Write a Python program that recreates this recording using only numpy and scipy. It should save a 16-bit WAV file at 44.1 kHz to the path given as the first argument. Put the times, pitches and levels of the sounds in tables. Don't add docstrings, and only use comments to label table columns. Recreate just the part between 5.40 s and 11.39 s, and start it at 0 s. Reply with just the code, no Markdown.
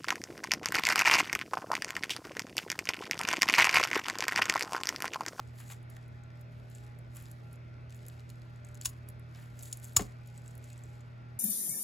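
import sys
import numpy as np
from scipy import signal
from scipy.fft import rfft, irfft
from scipy.io import wavfile
from scipy.ndimage import uniform_filter1d

SR = 44100
rng = np.random.default_rng(int(sys.argv[2]) if len(sys.argv) > 2 else 0)


def convert_level_to_amplitude(level_db):
    exponent = np.asarray(level_db, float) / 20
    return 10 ** exponent


def transcribe(signal):
    frames = np.atleast_2d(signal).T
    limited = np.clip(frames, -1, 1)
    pcm = np.round(limited * 32767).astype(np.int16)
    wavfile.write(sys.argv[1], SR, pcm)


N = 264159

# hardest push t/s, ring level/dB, 20 dB rise/s, 20 dB fall/s, bright share/dB
SQUEEZES = [(0.0, -73.5, .05, 0.2, -3), (.2, -63.5, .065, 0.13, 1), (.314, -54.5, 0.08, 0.05, -3),
            (.5, -74, 0, 0.22, -4), (1.023, -82, .1, -0.2, 2), (1.122, -86.5, .03, .5, 3),
            (1.357, -70, 0.1, 0.19, -3), (1.767, -63.5, 0.05, 0.19, 1), (2.15, -82, 0.4, -0.14, 2),
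            (2.514, -77, -0.06, 0.9, -3), (2.679, -73.5, 0.06, 0.22, -1), (2.903, -81, -0.1, .5, -1.5),
            (3.263, -78, 0, 0.3, -2), (3.432, -62.5, 0, 0.13, 0.5), (3.697, -79, .04, 0, 6.5),
            (3.996, -70.5, 0.1, 0.17, 1.5), (4.245, -58, 0.1, 0.21, -1.5), (4.44, -58.5, .035, 0.14, -0.5),
            (4.654, -64, 0.33, .1, -4.5), (4.879, -70, 0.05, -0.03, -4), (4.984, -73.5, 0.3, .18, -4),
            (5.078, -76, 0.5, 0.4, -2), (5.287, -65.5, 0.1, 0.1, -4), (5.55, -76, 1.2, .15, -4)]
# t/s, ring level/dB, dull share/dB
SINEW_RINGS = [(.0738, -63, -7), (.321, -52.5, -2), (0.8353, -62.5, -11), (1.3493, -50, -32),
               (1.382, -59, -15), (2.157, -63, -3.5), (2.5452, -57, -7), (3.1597, -68, -9),
               (3.247, -51.5, -19), (3.2868, -60.5, -4), (3.3447, -54, -5), (3.3516, -55, -7),
               (3.412, -44, -5.5), (4.1907, -50.5, -5.5), (4.2312, -44, -10), (4.2608, -53, -14),
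               (4.276, -62, -13), (4.45, -49, -21), (4.6075, -41.5, -5), (4.9614, -67, -5),
               (4.9766, -54, -9), (5.0593, -57, -25), (5.078, -50.5, -16), (5.1079, -58, -7),
               (5.2406, -50.5, -14), (5.3294, -54.5, -14), (5.3772, -53.5, -25), (5.4362, -53.5, -17),
               (5.456, -65, -4), (5.6068, -62, -10.5)]
# t/s, ring level/dB, dull share/dB
FAT_POPS = [(0.1854, -62, 11), (0.5649, -56.5, 0), (0.9033, -75.5, 14.5), (.9556, -73.5, 0),
            (1.315, -63, 3), (1.4642, -66, 4), (1.8556, -61, 7), (1.864, -73, 17), (2.3405, -85, 25),
            (2.4957, -67, 10), (2.5048, -60.5, 4), (2.524, -60.5, 7), (2.5776, -67, -6), (2.6522, -65.5, 8),
            (2.7948, -65.5, 10), (2.804, -67, 7), (2.8916, -60.5, 5), (2.9005, -54, 3.5), (3.018, -66, 8),
            (3.3125, -71, -1), (3.3731, -57.5, 1.2), (3.421, -56.5, 9), (3.948, -72, 20), (3.9578, -62, 6),
            (4.209, -58, 4), (4.4936, -59.5, 1.5), (4.6202, -46.5, 1.5), (4.9011, -72.5, 9.5),
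            (5.3007, -58.5, 5), (5.391, -64, 1)]
# t/s, ring level/dB, bright share/dB
SKIN_CLICKS = [(0.3012, -56, -1), (.4283, -74.5, 9.5), (0.4998, -66, 11.5), (0.6803, -79, 12.5),
               (1.011, -69, 10), (1.3, -71.5, 11.5), (1.588, -69.5, 11), (1.749, -63, 4),
               (1.759, -64.5, 12), (1.767, -55, 7), (1.8247, -62, 6), (1.9137, -59, 6.5),
               (2.129, -71, 14.5), (2.5565, -73, 10), (2.565, -67, 5.5), (2.6639, -60, 6.5),
               (2.683, -52, 3), (3.2677, -66, 0), (3.4964, -65, 12), (3.6876, -60.5, 12), (3.7006, -68, 9),
               (3.7953, -75, 12), (4.2254, -56, 6), (4.3716, -53.5, 3), (4.3983, -61, 4),
               (4.4432, -52, 6.5), (4.533, -64, 4), (4.8727, -64.5, 6.5), (5.1525, -64, 4.5),
               (5.1778, -67, 12)]
# t/s, level/dB, t60/s, dull share/dB, bright share/dB
SPLINTERS = [(3.4483, -36, .03, 3, 2), (3.4522, -40, .02, 2, 4), (3.4546, -24, .015, 6, 4),
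             (3.4571, -22, .015, 7, 4), (3.4592, -31, .015, 8, 5), (3.4622, -31, .008, 0, 5),
             (3.4676, -40, .04, 0, 3), (3.476, -44, .012, 0, 8), (3.489, -49, .05, 0, 8),
             (4.3267, -29, .013, -26, 0), (4.3297, -38, .012, -24, 2), (4.3325, -51, .05, -14, 2),
             (4.5605, -48, .05, 0, 0), (4.5627, -36, .03, 0, 0), (4.5643, -28, .02, -6, 0),
             (4.5652, -10.5, .012, -6, 0), (4.5675, -9, .012, -7, 0), (4.5702, -21, .02, -6, 2),
             (4.5733, -29, .02, -2, 0), (4.5748, -28, .012, -2, 0), (4.579, -43, .1, 3, 0),
             (4.594, -48, .2, 8, -3)]
# f/Hz, level/dB, t60/s
BLADE_MODES = [(5430, -5.5, 0.01), (6880, -2.5, 0.00597), (7130, 0.4, .008), (7895, -0.5, .006),
               (8600, -3, 0.02)]
# f/Hz, level/dB, t60/s
BONE_MODES = [(1750, -22.5, 0.012), (2933, -19, 0.0064), (3400, -18, 0.0036), (3830, -18.5, 0.005),
              (4790, -14.5, .005)]
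# f/Hz, level/dB, t60/s
CHIP_MODES = [(9650, 1.5, .004), (11520, -8, .004), (13000, -18.5, .003), (14900, -15, .004)]
# t/s, peak level/dB, start f/Hz, end
# f/Hz, t60/s
THUDS = [(4.5655, -35.5, 900, 950, 0.047), (4.568, -27, 1170, 1155, 0.041),
         (4.5655, -33.5, 1400, 1350, 0.043), (3.456, -44, 1070, 1040, 0.04), (3.458, -42, 61, 47, 0.17),
         (4.5705, -26.5, 128, 64, 0.1), (4.566, -37, 500, 94, 0.0404), (4.577, -35.5, 59, 42, .3),
         (4.594, -35, 1100, 1000, 0.056), (4.594, -32, 760, 710, 0.046), (4.597, -31.5, 410, 390, 0.11),
         (4.605, -28.5, 210, 160, 0.07), (4.612, -34, 320, 200, 0.1), (4.6, -40, 390, 301, 0.08),
         (4.61, -48, 907, 760, 0.1027), (4.61, -45, 600, 520, 0.099)]
# t/s, peak level/dB, t60/s
CRUNCHES = [(.187, -54, 0.041), (.2, -51.5, 0.19), (0.3003, -42, 0.043), (0.309, -47, 0.079),
            (0.32, -45, 0.049), (0.334, -52, 0.06), (0.567, -44.5, 0.016), (1.758, -55.5, 0.31),
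            (3.4572, -50, .02), (3.95, -56, 0.78), (4.5649, -23.5, 0.022), (4.593, -34.5, 0.072),
            (4.605, -47, 0.073)]
# f/Hz, t60/s
ROOM = [(100, 0.28), (1000, 0.26), (4000, 0.09), (16000, .12)]
# f/Hz, level/dB rms
HUM = [(120.0, -48), (240.0, -67)]
# f/Hz, width/Hz, level/dB rms
CASING = [(58.5, 11.7, -66.5), (82.7, 14, -58.5), (157.7, 4.28, -61.5), (204, 9.2, -72), (331, 13, -73),
          (407, 4, -75), (594, 10, -70.5), (653, 7.76, -73.5), (826, 4.9, -73), (1374, 5.1, -73),
          (1486, 8, -75)]
# f/Hz, level/dB per Hz
AIR = [(28, -49), (48, -14.5), (120, -8.5), (172, -15.5), (290, -18), (600, -20.5), (1010, -23.5),
       (1900, -23.5), (2650, -29), (2900, -36), (3400, -35.5), (5500, -40.5), (7300, -57), (11000, -55),
       (16500, -61.5)]
# f/Hz, likeness/-1..1 (values beyond are clipped)
LIKENESS = [(60, 1), (150, 0.13), (350, .5), (900, -0.55), (1700, -0.5), (2500, 1.3), (5000, -0.5),
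            (16000, -1.5)]
# f/Hz, level/dB
LEAN = [(60, -1.2), (200, -.8), (500, -.6), (1500, -0.092), (3000, 1.5), (5800, 1.1), (6800, 2),
        (16000, -1.4)]
# f/Hz, phase/turns
PORT_TURNS = [(300, 0), (1200, -.14), (3500, -.09), (6400, 0), (7200, .03), (8900, .5), (11200, 1.0),
              (13300, 1.5), (15000, 1.97), (20000, 2.0)]


def read(points, hz):
    f, value = np.transpose(points)
    return np.interp(np.log(hz + 1), np.log(f + 1), value)


def evened(x):
    return x / np.sqrt(np.mean(x ** 2) + 1e-20)


def add(mix, s, sound):
    part = mix[..., round(s * SR):][..., :sound.shape[-1]]
    part += sound[..., :part.shape[-1]]


def band(x, lo_hz, hi_hz):
    sos = signal.butter(2, [lo_hz, min(hi_hz, .49 * SR)], "band", fs=SR, output="sos")
    return signal.sosfilt(sos, x)


def burst(db, t60, noise):
    t = np.arange(noise.shape[-1]) / SR
    swell = 1 - np.exp(-t / .0003)
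    return convert_level_to_amplitude(db - 60 * t / max(t60, .002)) * swell * noise


def three_colours(ring, dull, bright):
    ring = band(band(ring, 6300, 8900), 6300, 8900)
    dull = band(dull, 2400, 5800)
    bright = band(bright, 8600, 13800)
    return convert_level_to_amplitude(2.0) * ring + convert_level_to_amplitude(6.0) * dull + convert_level_to_amplitude(4.0) * bright


def pressure():
    rest_db, dull_rest_db = -95.5, -81.5
    dull_follows = 0.47
    s, db, rise_s, fall_s, bright_db = np.transpose(SQUEEZES)[..., None]
    late = np.arange(0, N + 64, 64) / SR - s
    rising = -late / np.maximum(rise_s, .01)
    falling = late / np.maximum(fall_s, .01)
    push_db = db - 20 * np.where(late < 0, rising, falling)
    ring_db = 20 * np.log10(convert_level_to_amplitude(rest_db) + convert_level_to_amplitude(push_db).max(0))
    thin_db = 20 * np.log10(convert_level_to_amplitude(rest_db) + convert_level_to_amplitude(push_db + bright_db).max(0))
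    dull_db = dull_rest_db + dull_follows * (ring_db - rest_db)
    return [np.repeat(c, 64)[:N] for c in (ring_db, dull_db, thin_db)]


def fizz():
    films_per_s = 6000
    levels_db = np.array(pressure()) + np.array([[1.], [-6.], [-3.]])
    clumps = evened(uniform_filter1d(rng.standard_normal(N), 160))
    size = convert_level_to_amplitude(3 * np.minimum(rng.exponential(1, (3, N)), 5) + 3.3 * clumps)
    sign = rng.choice([-1., 1.], (3, N))
    grains = evened(size * sign * (rng.random((3, N)) < films_per_s / SR))
    return convert_level_to_amplitude(6.5) * three_colours(*(grains * convert_level_to_amplitude(levels_db)))


def ticks():
    rows = [(s, db, dull_db, -4 + 0.49 * dull_db) for s, db, dull_db in SINEW_RINGS]
    rows += [(s, db, dull_db, -4) for s, db, dull_db in FAT_POPS]
    rows += [(s, db, -8, bright_db) for s, db, bright_db in SKIN_CLICKS]
    drive = np.zeros((3, N))
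    noise = rng.standard_normal((len(rows), 3, 1500))
    for (s, db, dull_db, bright_db), n in zip(rows, noise):
        t60 = .012 * convert_level_to_amplitude(0.17 * (db + max(bright_db, 0) + 64.5))
        shares = convert_level_to_amplitude(np.array([[0], [dull_db - 9], [bright_db - 4]]))
        add(drive, s, burst(db, t60, n) * shares)
    return convert_level_to_amplitude(13.0) * three_colours(*drive)


def shaken(drive, modes, lowest_hz):
    t = np.arange(3000) / SR
    body = sum(convert_level_to_amplitude(db - 60 * t / t60) * np.sin(2 * np.pi * hz * t) for hz, db, t60 in modes)
    sound = signal.oaconvolve(drive, body)[:N]
    return band(band(sound, lowest_hz, 20000), lowest_hz, 20000)


def snaps():
    drive = np.zeros((3, N))
    noise = rng.standard_normal((len(SPLINTERS), 2600))
    for (s, db, t60, dull_db, bright_db), n in zip(SPLINTERS, noise):
        add(drive, s, burst(db, t60, n) * convert_level_to_amplitude(np.array([[0], [dull_db], [bright_db]])))
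    blades = shaken(drive[0], BLADE_MODES, 3004)
    bone = shaken(drive[1], BONE_MODES, 885)
    chips = shaken(drive[2], CHIP_MODES, 4900)
    return convert_level_to_amplitude(-16.5) * (blades - bone + chips)


def thuds():
    out, t = np.zeros(N), np.arange(9000) / SR
    for s, db, start_hz, end_hz, t60 in THUDS:
        hz = end_hz + (start_hz - end_hz) * np.exp(-t / (0.23 * t60))
        swell = 1 - np.exp(-t * hz / 0.45)
        tone = np.sin(2 * np.pi * np.cumsum(hz) / SR)
        add(out, s, convert_level_to_amplitude(db - 60 * t / t60) * swell * tone)
    return out


def crunch():
    drive = np.zeros(N)
    noise = rng.standard_normal((len(CRUNCHES), 5000))
    for (s, db, t60), n in zip(CRUNCHES, noise):
        add(drive, s, burst(db, t60, n))
    return convert_level_to_amplitude(5.0) * band(drive, 600, 2800)


def kitchen(x):
    taps = np.zeros((2, SR // 2))
    slots = np.arange(120, SR // 2 - 20, 20)
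    at = slots + rng.integers(0, 20, (2, len(slots)))
    np.put_along_axis(taps, at, rng.choice([-1., 1.], at.shape), 1)
    hz, t, z = signal.stft(taps, SR, nperseg=256)
    decay = convert_level_to_amplitude(-60 * t / np.maximum(read(ROOM, hz), .03)[:, None])
    tail = signal.istft(z * decay, SR, nperseg=256)[1]
    return signal.fftconvolve(x[None], tail / np.linalg.norm(tail[0]), axes=1)[:, :N]


def fridge():
    t = np.arange(N) / SR
    hum = sum(np.sqrt(2) * convert_level_to_amplitude(db) * np.sin(2 * np.pi * (hz * t + rng.random())) for hz, db in HUM)
    out = hum * np.ones((2, 1))
    for hz, width_hz, db in CASING:
        r = np.exp(-np.pi * width_hz / SR)
        same = np.clip(read(LIKENESS, hz), -1, 1)
        sway = signal.lfilter([1], [1, -r], rng.standard_normal((2, 2, N)))
        waver = 0.93 + evened(sway[0]) + 1j * evened(sway[1])
        a, b = (np.exp(2j * np.pi * hz * t) * waver).real
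        out += convert_level_to_amplitude(db) * evened(np.array([a, same * a + np.sqrt(1 - same ** 2) * b]))
    return out


def air():
    frames, hz = N // 512 + 6, np.fft.rfftfreq(2048, 1 / SR)
    a, b, c, d, patches = rng.standard_normal((frames, 1025, 5)).T
    patches = evened(uniform_filter1d(uniform_filter1d(patches, 20, 0), 8, 1))
    same = np.clip(read(LIKENESS, hz), -1, 1)[:, None]
    left, other = a + 1j * b, c + 1j * d
    z = np.array([left, same * left + np.sqrt(1 - same ** 2) * other])
    z *= convert_level_to_amplitude(read(AIR, hz)[:, None] + 1.3 * patches)
    sound = signal.istft(z, nperseg=2048, noverlap=1536)[1][:, 1024:N + 1024]
    return convert_level_to_amplitude(-58.5) * evened(sound)


def scene():
    cutting = fizz() + ticks() + snaps() + thuds() + crunch()
    close = cutting * convert_level_to_amplitude(np.array([[1.2], [-1.2]]))
    return close + convert_level_to_amplitude(-13.5) * kitchen(cutting) + fridge() + air()


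def two_sides(dry):
    shared, shared_above_hz, edge_hz = .95, 6000, 15800
    hz = np.fft.rfftfreq(N, 1 / SR)
    left, right = rfft(dry) * convert_level_to_amplitude(-np.clip((hz - edge_hz) / 25., 0, 40))
    share = shared / (1 + (shared_above_hz / (hz + 1)) ** 16)
    right = share * left + (1 - share) * right
    f, turns = np.transpose(PORT_TURNS)
    half = np.exp(1j * np.pi * np.interp(hz, f, turns)) / convert_level_to_amplitude(read(LEAN, hz) / 2)
    return irfft(np.array([left / half, right * half]), N)


def emptied(x):
    masked_db, loud_db, faint_db = -9.5, -98, -115
    mid_side = np.array([x[0] + x[1], x[0] - x[1]]) / 2
    z = signal.stft(mid_side, nperseg=1024, noverlap=768)[2][:, :512]
    power = (abs(z) ** 2).reshape(2, 32, 16, -1).mean(2)
    power_db = 10 * np.log10(uniform_filter1d(power, size=4, axis=2) + 1e-20)
    heard = (power_db > power_db[::-1] + masked_db) | (power_db > loud_db)
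    keep = heard & (power_db > faint_db)
    keep[:, :5] = True
    z = np.pad(z * np.repeat(keep, 16, axis=1), ((0, 0), (0, 1), (0, 0)))
    mid, side = signal.istft(z, nperseg=1024, noverlap=768)[1][:, :N]
    return np.array([mid + side, mid - side])


def top_cut(x):
    return signal.sosfilt(signal.butter(12, 17030, fs=SR, output="sos"), x)


def record(dry):
    mix = emptied(two_sides(dry))
    return top_cut(mix)


dry = scene()
out = record(dry)
transcribe(out)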